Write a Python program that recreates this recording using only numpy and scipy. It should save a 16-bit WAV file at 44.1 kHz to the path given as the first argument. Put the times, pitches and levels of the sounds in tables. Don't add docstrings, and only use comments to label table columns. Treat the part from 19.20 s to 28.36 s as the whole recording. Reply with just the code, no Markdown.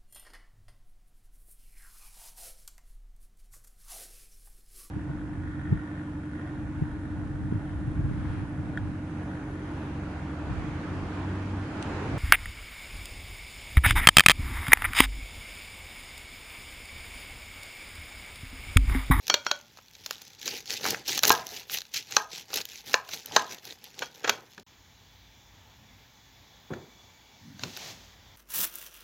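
import sys
import numpy as np
from scipy import signal
from scipy.fft import rfft, irfft, next_fast_len
from scipy.io import wavfile
from scipy.ndimage import uniform_filter1d

SR = 44100
rng = np.random.default_rng(int(sys.argv[2]) if len(sys.argv) > 2 else 0)


def dump_mix(stems):
    frames = np.atleast_2d(stems).T
    limited = np.clip(frames, -1, 1)
    pcm = np.round(limited * 32767).astype(np.int16)
    wavfile.write(sys.argv[1], SR, pcm)


N = 403937

HISS_SPECTRUM = [(150, -29), (250, -6), (601, -8.5), (853, -2), (1320, -10.5), (1780, -6), (2360, -7),
                 (2570, -10.5), (3470, -5), (4060, -7.5), (4510, -11), (6870, -10.5), (8630, -34.5),
                 (15100, -17), (16500, -22)]
HISS_LEVEL = [(0, -66), (5.45, -66.5), (5.47, -59.5), (9.2, -58)]
WHINE_TONES = [(877, 30, -77), (2290, 14, -76), (3435, 14, -70), (4580, 14, -79)]
WHINE_GAIN = [(0, -3), (5.45, -3), (7.45, 0), (7.55, 5), (8.2, 4), (8.3, -2), (9.2, -2)]
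HUM_TONES = [(54, 9, -65), (91, 9, -67), (119, 10, -70)]
HUM_GAIN = [(0, -6.5), (5.3, -9.5), (5.6, 1.5), (6.5, 3), (7, -1.5), (8.5, -2), (8.9, 3), (9.2, 4.5)]
STIR_SPECTRUM = [(40, -45.5), (70, -11), (100, 0.5), (145, -0.5), (250, -2.5), (300, -8.5), (400, -46.5)]
STIR_LEVEL = [(0, -72), (5.43, -73), (5.5, -69), (6.5, -68.5), (6.65, -60), (6.8, -68), (7.45, -65),
              (8.1, -70), (8.27, -48), (8.4, -53), (8.46, -43), (8.58, -63.5), (8.7, -53.5), (8.9, -67),
              (9.2, -68.5)]

# t/s at peak, hold/s, level/dB,
# attack/(dB/s), release/(dB/s), low/dB re mid, top/dB re mid
CRUNCH_SWELLS = [(.035, .03, -53.5, 300, 301.5, -11.5, -11), (.10, 0.0145, -46.5, 500, 124, -0.5, -17),
                 (.262, 0.017, -48.5, 398.5, 72, -9, -18.5), (.595, 0.0063, -65, 195.5, 150, -12, -12.5),
                 (.916, 0.01, -49.5, 68, 100, -8.5, -10), (1.016, 0.18, -52.5, 198, 60, -10.5, -16.5),
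                 (1.27, .11, -37, 252, 289, -9.5, -12.5), (1.503, 0.035, -32, 500, 199, -14.5, -14),
                 (1.659, .06, -29.5, 320, 240, -4, -12), (1.887, 0.092, -29, 650, 900, -13, -12.5),
                 (2.043, 0.079, -31, 999.5, 150, -2.5, -9), (2.371, 0.0052, -41, 92, 226, -10.5, -9.5),
                 (2.535, 0.01, -29, 503, 400.5, -17.5, -5), (2.763, 0.0033, -30, 594, 356.5, -18, -12.5),
                 (2.961, 0.0033, -35.5, 200, 269, -9.5, -14.5),
                 (3.136, 0.064, -40.5, 418.5, 370, -12.5, -13.5), (3.363, 0.041, -35, 275, 650, -6, -10.5),
                 (3.53, 0.063, -45, 170, 440, -15, -12.5), (3.681, .06, -41.5, 420, 229, -6, -8.5),
                 (3.939, 0.012, -37, 244, 220, -12, -11.5), (4.167, 0.0069, -36, 174, 190.5, -3, -19.5),
                 (4.32, 0.0042, -41, 226, 279, -5.5, -12), (4.452, 0.075, -47.5, 400, 250, -6, -9),
                 (4.651, .01, -53, 174.5, 160, -7, -12.5), (4.82, .01, -45.5, 179, 192, -3.5, -19),
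                 (4.963, .02, -54.5, 295, 130, -2, -11), (5.089, .01, -44.5, 204, 143, 2.5, -20)]
CRUST_AT_REST = (-63, -18, -10)
CRUST_SPECTRUM = [(59, -55), (100, -24.5), (291, -3), (456, 1), (684, -9), (794, 0.5), (1090, -12.5),
                  (1680, -6), (6180, -5.5), (8880, -24.5), (11500, -13.5), (15100, -14), (16500, -25.5)]
# (ms per 10 dB, sign ignored)
SHARP_CLICKS = [(0.0688, -32, -21, -6.5, 1.63), (.081, -21.5, -18, -5, 1.5),
                (0.0995, -14.5, -1.5, -20, 3.5), (.142, -7, -10.5, -20, 2.5),
                (0.2654, -23, 1.5, -22.5, 2.5), (0.3144, -12.5, -8.5, -22, 2),
                (0.5726, -40.5, -0.5, -18.5, 1.3), (.587, -47, 2, -20.5, 3.5),
                (0.7519, -42.5, -28, -17.5, 3.5), (0.862, -29, -9.5, -8, 2.8),
                (0.9093, -17.5, -8.5, -8.5, 1.03), (.9564, -36, -28.5, -11.5, 0.56),
                (1.0191, -37, -29, -3, 2.5), (1.08, -39, -37, -3, 0.6), (1.2155, -36, -32, -10, 2.7),
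                (1.2296, -21.5, -36, -12.5, .5), (1.2582, -31, -22, -10.5, 8.5),
                (1.2782, -21.5, -8.5, -19.5, 2.5), (1.4576, -32, -36, -19.5, 0.75),
                (1.6436, -19.5, -8.5, -9, 0.7), (1.6537, -19, 2.5, -13, 1), (1.6636, -21.5, -3.5, -10, 3.5),
                (1.6823, -23.5, -8.5, -19, -0.4), (1.6937, -29.5, -22.5, -11.5, 5.5),
                (1.706, -30.5, -18.5, 10, 1.8), (1.746, -31.5, 8, -15.5, 0.6), (1.882, -29, -17.5, 0, 5),
                (1.893, -29, -3.5, -13.5, 2), (1.977, -21.5, -8.5, -4, 2.7),
                (1.9915, -17.5, -17, -10.5, 1.37), (2.0266, -29, -6, -4, 1.5),
                (2.0341, -11.5, -7.5, -1.5, 1.46), (2.0372, -13.5, 0.5, -6.5, 1.5),
                (2.0474, -12.5, -3.5, -9.5, 0.6), (2.0527, -6, -14.5, -8.5, 0.5),
                (2.0717, -26.5, -27, 4, 4.5), (2.0795, -19.5, -16.5, 2.5, 5), (2.095, -15, -24, 4.5, 1.5),
                (2.1043, -2.5, -8, -30, 0.5), (2.1168, -17, .5, 1, -0.5), (2.1197, -18, -20, -2.5, 3.5),
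                (2.127, -23, -11.5, -0.5, 1.5), (2.2683, -28.5, -25, -2.5, 1.2),
                (2.4975, -26, -11, -28.5, 0.6), (2.5181, -40, -7, 7, 2.5), (2.5723, -28.5, -18, -16.5, 5.5),
                (2.5858, -26, -21, -9, 1.8), (2.6063, -32.5, -19, -18, 2.5), (2.653, -43, -13, -15, 1.5),
                (2.6182, -27, -23, -11, 0.9), (2.7423, -27.5, -17, -7, 7), (2.7599, -27.5, -15.5, -10, 1.5),
                (2.776, -27.5, -31, -17.5, 4), (2.9107, -37, -16, -5, 4.5), (2.923, -23, -16, -34.5, 1.5),
                (2.9667, -10, -5.5, -20, 2.5), (3.304, -45.5, 3, -10, 3), (3.3321, -26.5, 0, -31, 1),
                (3.341, -24, -23, -4, 4.5), (3.359, -28.5, -32, 3, 4.5), (3.3724, -21.5, -24, -11.5, 2),
                (3.414, -30.5, -36.5, -12, 3.6), (3.4541, -27, -26, -1, .9), (3.4895, -35, -25, -8, 1.7),
                (3.675, -43.5, -17.5, -1.5, 5), (3.733, -27.5, -11.5, -6.5, 2.4),
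                (3.742, -5.5, -4.5, -30, 1.77), (3.753, -29, 1, -2.5, 0.7), (3.8902, -37.5, -4.5, -7.5, 5),
                (3.9347, -30, -9, -29, 5.5), (4.06, -36, -26.5, 6.5, 1.4), (4.1635, -12.5, 0, -18.5, 3),
                (4.385, -43.5, -25, -15.5, 2.2), (4.453, -39, -28, 1, 2), (4.475, -40.5, -20, -12, 4),
                (4.5073, -34, -27, -29, 1.9), (4.5242, -30.5, -7, -42, 1), (4.642, -41, -20, 4, 1.7),
                (4.743, -41, -34, -27, 1), (4.792, -25, -26, -9, 1.5), (4.822, -31.5, 5, -27, 6.5),
                (5.045, -30, 6.5, -25, 8.5), (5.077, -29, 3.5, -22, 10), (5.0954, -12, -3.5, -13, 3.5),
                (5.3794, -43.5, 1.5, -18.5, 3.5), (7.5358, -43.5, 6, -33, 5), (8.3943, -36.5, -7, -34, 2),
                (8.4359, -24, -8, -20, 3), (8.566, -31.5, -29, -36, 2), (8.573, -34.5, 2, -1, 0.7)]
SMALL_SNAP_SHAPE = (-27.5, -7.5, 1.4)
CLICK_SPECTRUM = [(120, -39.5), (250, -15.5), (500, -6), (900, -7.5), (1250, -5), (1600, -1), (2050, -9.5),
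                  (2600, -2), (3200, -3.5), (4100, 2.5), (4700, -5), (6100, -3.5), (6800, -3.5),
                  (8300, -28), (11000, -53)]
RIM_TAPS = [(0.0992, -26.5, 0.5), (0.1406, -36, -4), (0.266, -35, -0.5), (0.3127, -40.5, -5.5),
            (4.8244, -42.5, -1), (5.044, -41, 5), (5.0783, -43.5, -2), (5.0942, -38.5, -3)]
RIM_MODES = [(585, -10, .2), (940, -14, .25), (1415, -5, .2), (1490, -3, .2), (2285, -11, .25),
             (2350, -7, .22), (3245, -7, .25), (3278, -1, .22), (4360, -5, .2), (5605, -6, .18),
             (6985, -18, .1)]
DISH_KNOCKS = [(1.665, -56, 0.5), (2.033, -56, 1), (2.104, -23.5, -2), (2.967, -25.5, 2), (3.742, -30.5, 0),
               (4.165, -18.5, 3.5), (5.096, -39, 0)]
DISH_MODES = [(435.5, -11, 0.23), (701, -14, 0.55), (840, -6.5, 0.25), (880, -5, .2), (1009, -3, 0.32),
              (1076, -4, 0.2), (1262, -7.5, 0.3), (1355, -14.5, 0.11), (1568, -6, 0.18), (1614, -6.5, 0.24),
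              (1673, -12.5, .22), (1784, -10.5, .2), (3030, -4.5, 0.034), (4150, 1.5, 0.026),
              (6300, 2.5, .025)]
TABLE_THUDS = [(5.375, -45.5, 0.17), (7.503, -33, 0.42), (8.439, -39, 0.2)]
TABLE_SPECTRUM = [(40, -49.5), (80, -7), (123, -2.5), (220, -4), (320, -8), (367, -0.5), (470, -8),
                  (900, -15.5), (2500, -34), (3500, -56)]
RUB_LEVEL = [(8.33, -73), (8.43, -46), (8.514, -49), (8.651, -42), (8.713, -43.5), (8.75, -53),
             (8.95, -62.5)]
CLOTH_SPECTRUM = [(180, -59.5), (300, -12), (694, -9), (1330, -15.5), (1930, -11), (3970, -8.5),
                  (6560, -11.5), (8870, -29), (15200, -24), (16500, -32.5)]

ROOM_DECAY = [(200, 0.39), (1000, 0.33), (4000, 0.2), (12000, 0.24)]
SIDE_SPECTRUM = [(1500, -30), (3000, -22), (5500, -11), (9000, -5.5), (14000, -6.5)]
DROPOUT_S = (5.433, 5.464)

SAW_END_S = DROPOUT_S[0]
LOW_SPLIT_HZ, TOP_SPLIT_HZ, LIMIT_HZ = 2000, 8800, 16000


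def amp(db):
    return 10 ** (np.asarray(db) / 20)


def unit(x):
    return x / np.sqrt(np.mean(x ** 2) + 1e-20)


def along(points, hz):
    point_hz, values = np.transpose(points)
    return np.interp(np.log(hz + 1), np.log(point_hz + 1), values)


def envelope(points):
    times_s, db = np.transpose(points)
    return amp(np.interp(np.arange(N) / SR, times_s, db, -120, -120))


def coloured(x, spectrum):
    n = x.shape[-1]
    size = 2 * next_fast_len(n // 2 + 4096)
    gain = amp(along(spectrum, np.fft.rfftfreq(size, 1 / SR)))
    cepstrum = irfft(np.log(gain + 1e-5), size)
    cepstrum[1:size // 2] *= 2
    cepstrum[size // 2 + 1:] = 0
    return irfft(rfft(x, size) * np.exp(rfft(cepstrum)), size)[..., :n]


def in_bands(drives, spectra):
    bands = [([LOW_SPLIT_HZ, TOP_SPLIT_HZ], "band"), (LOW_SPLIT_HZ, "low"), (TOP_SPLIT_HZ, "high")]
    out = np.zeros(N)
    for drive, spectrum, (hz, kind) in zip(drives, spectra, bands):
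        band = signal.butter(3, hz, kind, fs=SR, output="sos")
        response = signal.sosfilt(band, coloured(np.arange(4096) == 0, spectrum))
        out += signal.fftconvolve(drive, response / np.linalg.norm(response))[:N]
    return out


def patchy(depth_db, frames):
    bins = signal.stft(rng.standard_normal(N), nperseg=512)[2]
    drift = uniform_filter1d(rng.standard_normal(bins.shape), size=9, axis=0)
    drift = uniform_filter1d(drift, size=frames, axis=1)
    return signal.istft(bins * amp(depth_db * unit(drift)), nperseg=512)[1][:N]


def tones(table):
    out = np.zeros(N)
    for hz, width_hz, db in table:
        resonance = signal.iirpeak(hz, hz / width_hz, SR)
        out += amp(db) * unit(signal.lfilter(*resonance, rng.standard_normal(N)))
    return out


def kitchen():
    hiss = envelope(HISS_LEVEL) * unit(coloured(patchy(depth_db=1.2, frames=30), HISS_SPECTRUM))
    stir_gain = envelope(STIR_LEVEL) + amp(-11.5) * crunch_gains()[1]
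    stir = stir_gain * unit(coloured(rng.standard_normal(N), STIR_SPECTRUM))
    whine = envelope(WHINE_GAIN) * tones(WHINE_TONES)
    hum = envelope(HUM_GAIN) * tones(HUM_TONES)
    return hiss + whine + hum + stir


def crunch_gains(sag_db_per_s=44.5):
    t = np.arange(round(SAW_END_S * SR)) / SR
    rest_db, low_db, top_db = CRUST_AT_REST
    gains = np.zeros((3, N))
    gains[:, :len(t)] = amp(rest_db + np.vstack([0, low_db, top_db]))
    for at_s, hold_s, db, attack_db_per_s, release_db_per_s, low_db, top_db in CRUNCH_SWELLS:
        centre = round(at_s * SR)
        span = slice(max(centre - SR // 3, 0), centre + SR // 3)
        age_s = t[span] - at_s
        rise_db = attack_db_per_s * np.minimum(age_s, 0)
        sag_db = sag_db_per_s * np.clip(age_s, 0, hold_s)
        fall_db = release_db_per_s * np.vstack([1, .8, 1.2]) * np.maximum(age_s - hold_s, 0)
        peak_db = db + np.vstack([0, low_db, top_db])
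        gains[:, span] = np.maximum(gains[:, span], amp(peak_db + rise_db - sag_db - fall_db))
    return gains


def grains(rate_per_s, spread_db, life_s):
    starts = rng.random(N) < rate_per_s / SR
    sizes = amp(spread_db * np.minimum(rng.exponential(size=N), 3))
    return unit(signal.lfilter([1], [1, -np.exp(-1 / (life_s * SR))], starts * sizes))


def crunch():
    shared = grains(rate_per_s=600, spread_db=7.5, life_s=0.0005)
    per_band = [grains(rate_per_s=550, spread_db=7.5, life_s=0.001) for _ in range(3)]
    noise = patchy(depth_db=2.5, frames=5)
    drives = [gain * unit((0.79 + 0.5 * shared + 0.79 * own) * noise)
              for gain, own in zip(crunch_gains(), per_band)]
    return in_bands(drives, [CRUST_SPECTRUM] * 3)


def small_snaps(rate_per_s=50, rest_db=-46, spread_db=12):
    wait_draw, size_draw = rng.random((400, 2)).T
    times_s = np.cumsum(-np.log(1 - wait_draw)) / rate_per_s
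    samples = np.minimum(times_s * SR, N - 1).astype(int)
    crunch_db = 20 * np.log10(crunch_gains()[0, samples] + 1e-9)
    levels_db = rest_db + .6 * (crunch_db - CRUST_AT_REST[0]) - spread_db * size_draw
    return [(at_s, db, *SMALL_SNAP_SHAPE) for at_s, db in zip(times_s, levels_db) if at_s < SAW_END_S]


def clicks(rise_over_fall=.3):
    half = SR // 40
    t_ms = np.arange(-half, half) / SR * 1000
    drives = np.zeros((3, N + 2 * half))
    for at_s, db, low_db, top_db, fall_ms in SHARP_CLICKS + small_snaps():
        peak_db = db + np.vstack([0, low_db, top_db])
        rise_db = 10 * t_ms / abs(rise_over_fall * fall_ms)
        fall_db = -10 * t_ms / (abs(fall_ms) * np.vstack([1, 1.5, .8]))
        gain = amp(peak_db + np.where(t_ms < 0, rise_db, fall_db))
        drives[:, round(at_s * SR):][:, :2 * half] += gain * rng.standard_normal(2 * half)
    return in_bands(drives[:, half:N + half], [CLICK_SPECTRUM, CLICK_SPECTRUM, CRUST_SPECTRUM])


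def struck(blows, modes, slap_db, blur_hz, partials):
    t = np.arange(SR // 3) / SR
    contact = (1 - np.exp(-t / 0.00035)) * (1 + amp(slap_db) * np.exp(-t / 0.0023))
    out = np.zeros(N + SR)
    for at_s, blow_db, tilt_db_per_oct in blows:
        ring = 0
        for hz, mode_db, t60_s in modes:
            partial_hz = hz + rng.normal(0, blur_hz, (partials, 1))
            cluster = np.sin(2 * np.pi * (partial_hz * t + rng.random((partials, 1)))).sum(axis=0)
            start_db = mode_db - 10 * np.log10(partials) + tilt_db_per_oct * np.log2(hz / 3250)
            ring += amp(start_db - 60 * t / t60_s) * cluster
        out[round(at_s * SR):][:len(t)] += amp(blow_db) * ring * contact
    return out[:N]


def rim_taps():
    return struck(RIM_TAPS, RIM_MODES, slap_db=15, blur_hz=11, partials=2)


def dish_knocks():
    return struck(DISH_KNOCKS, DISH_MODES, slap_db=11.5, blur_hz=35, partials=7)


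def table_thuds():
    t = np.arange(SR // 2) / SR
    attack = 1 - np.exp(-t / 0.0022)
    gain = np.zeros(N + SR)
    for at_s, db, t60_s in TABLE_THUDS:
        gain[round(at_s * SR):][:len(t)] += amp(db - 60 * t / t60_s) * attack
    noise = rng.standard_normal(N)
    return coloured(gain[:N] * noise, TABLE_SPECTRUM) / np.std(coloured(noise, TABLE_SPECTRUM))


def cloth_rub():
    grain = 2 + 0.43 * grains(rate_per_s=580, spread_db=5.5, life_s=0.00055)
    return envelope(RUB_LEVEL) * unit(coloured(grain * rng.standard_normal(N), CLOTH_SPECTRUM))


def reverb(x, delay_samples=130):
    out, step = np.zeros(N + SR), SR // 4
    for start in range(0, N, step):
        hz, t, bins = signal.stft(rng.standard_normal(SR // 2), SR, nperseg=256)
        decay = amp(-60 * t / along(ROOM_DECAY, hz)[:, None])
        tail = signal.istft(bins * decay, SR, nperseg=256)[1]
        wet = signal.fftconvolve(x[start:start + step], tail / np.linalg.norm(tail))
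        out[start + delay_samples:][:len(wet)] += wet
    return out[:N]


def scene():
    near = crunch() + clicks() + rim_taps() + dish_knocks()
    mono = near + amp(-16.5) * reverb(near) + table_thuds() + cloth_rub() + kitchen()
    return np.array([mono, mono])


def record(dry):
    flutter = unit(uniform_filter1d(rng.standard_normal(N), size=150))
    side = coloured(flutter * coloured(dry[0], SIDE_SPECTRUM), SIDE_SPECTRUM)
    t = np.arange(N) / SR
    gate = np.clip(np.maximum(DROPOUT_S[0] - t, t - DROPOUT_S[1]) / 0.00208, 0, 1)
    gated = (dry + [side, -side]) * gate
    clipped = gated / (1 + np.abs(gated / .97) ** 6) ** (1 / 6)
    highpassed = signal.sosfilt(signal.butter(2, 45, "high", fs=SR, output="sos"), clipped)
    size = next_fast_len(N)
    passband = np.fft.rfftfreq(size, 1 / SR) < LIMIT_HZ
    return irfft(rfft(highpassed, size) * passband, size)[:, :N]


dry = scene()
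out = record(dry)
dump_mix(out)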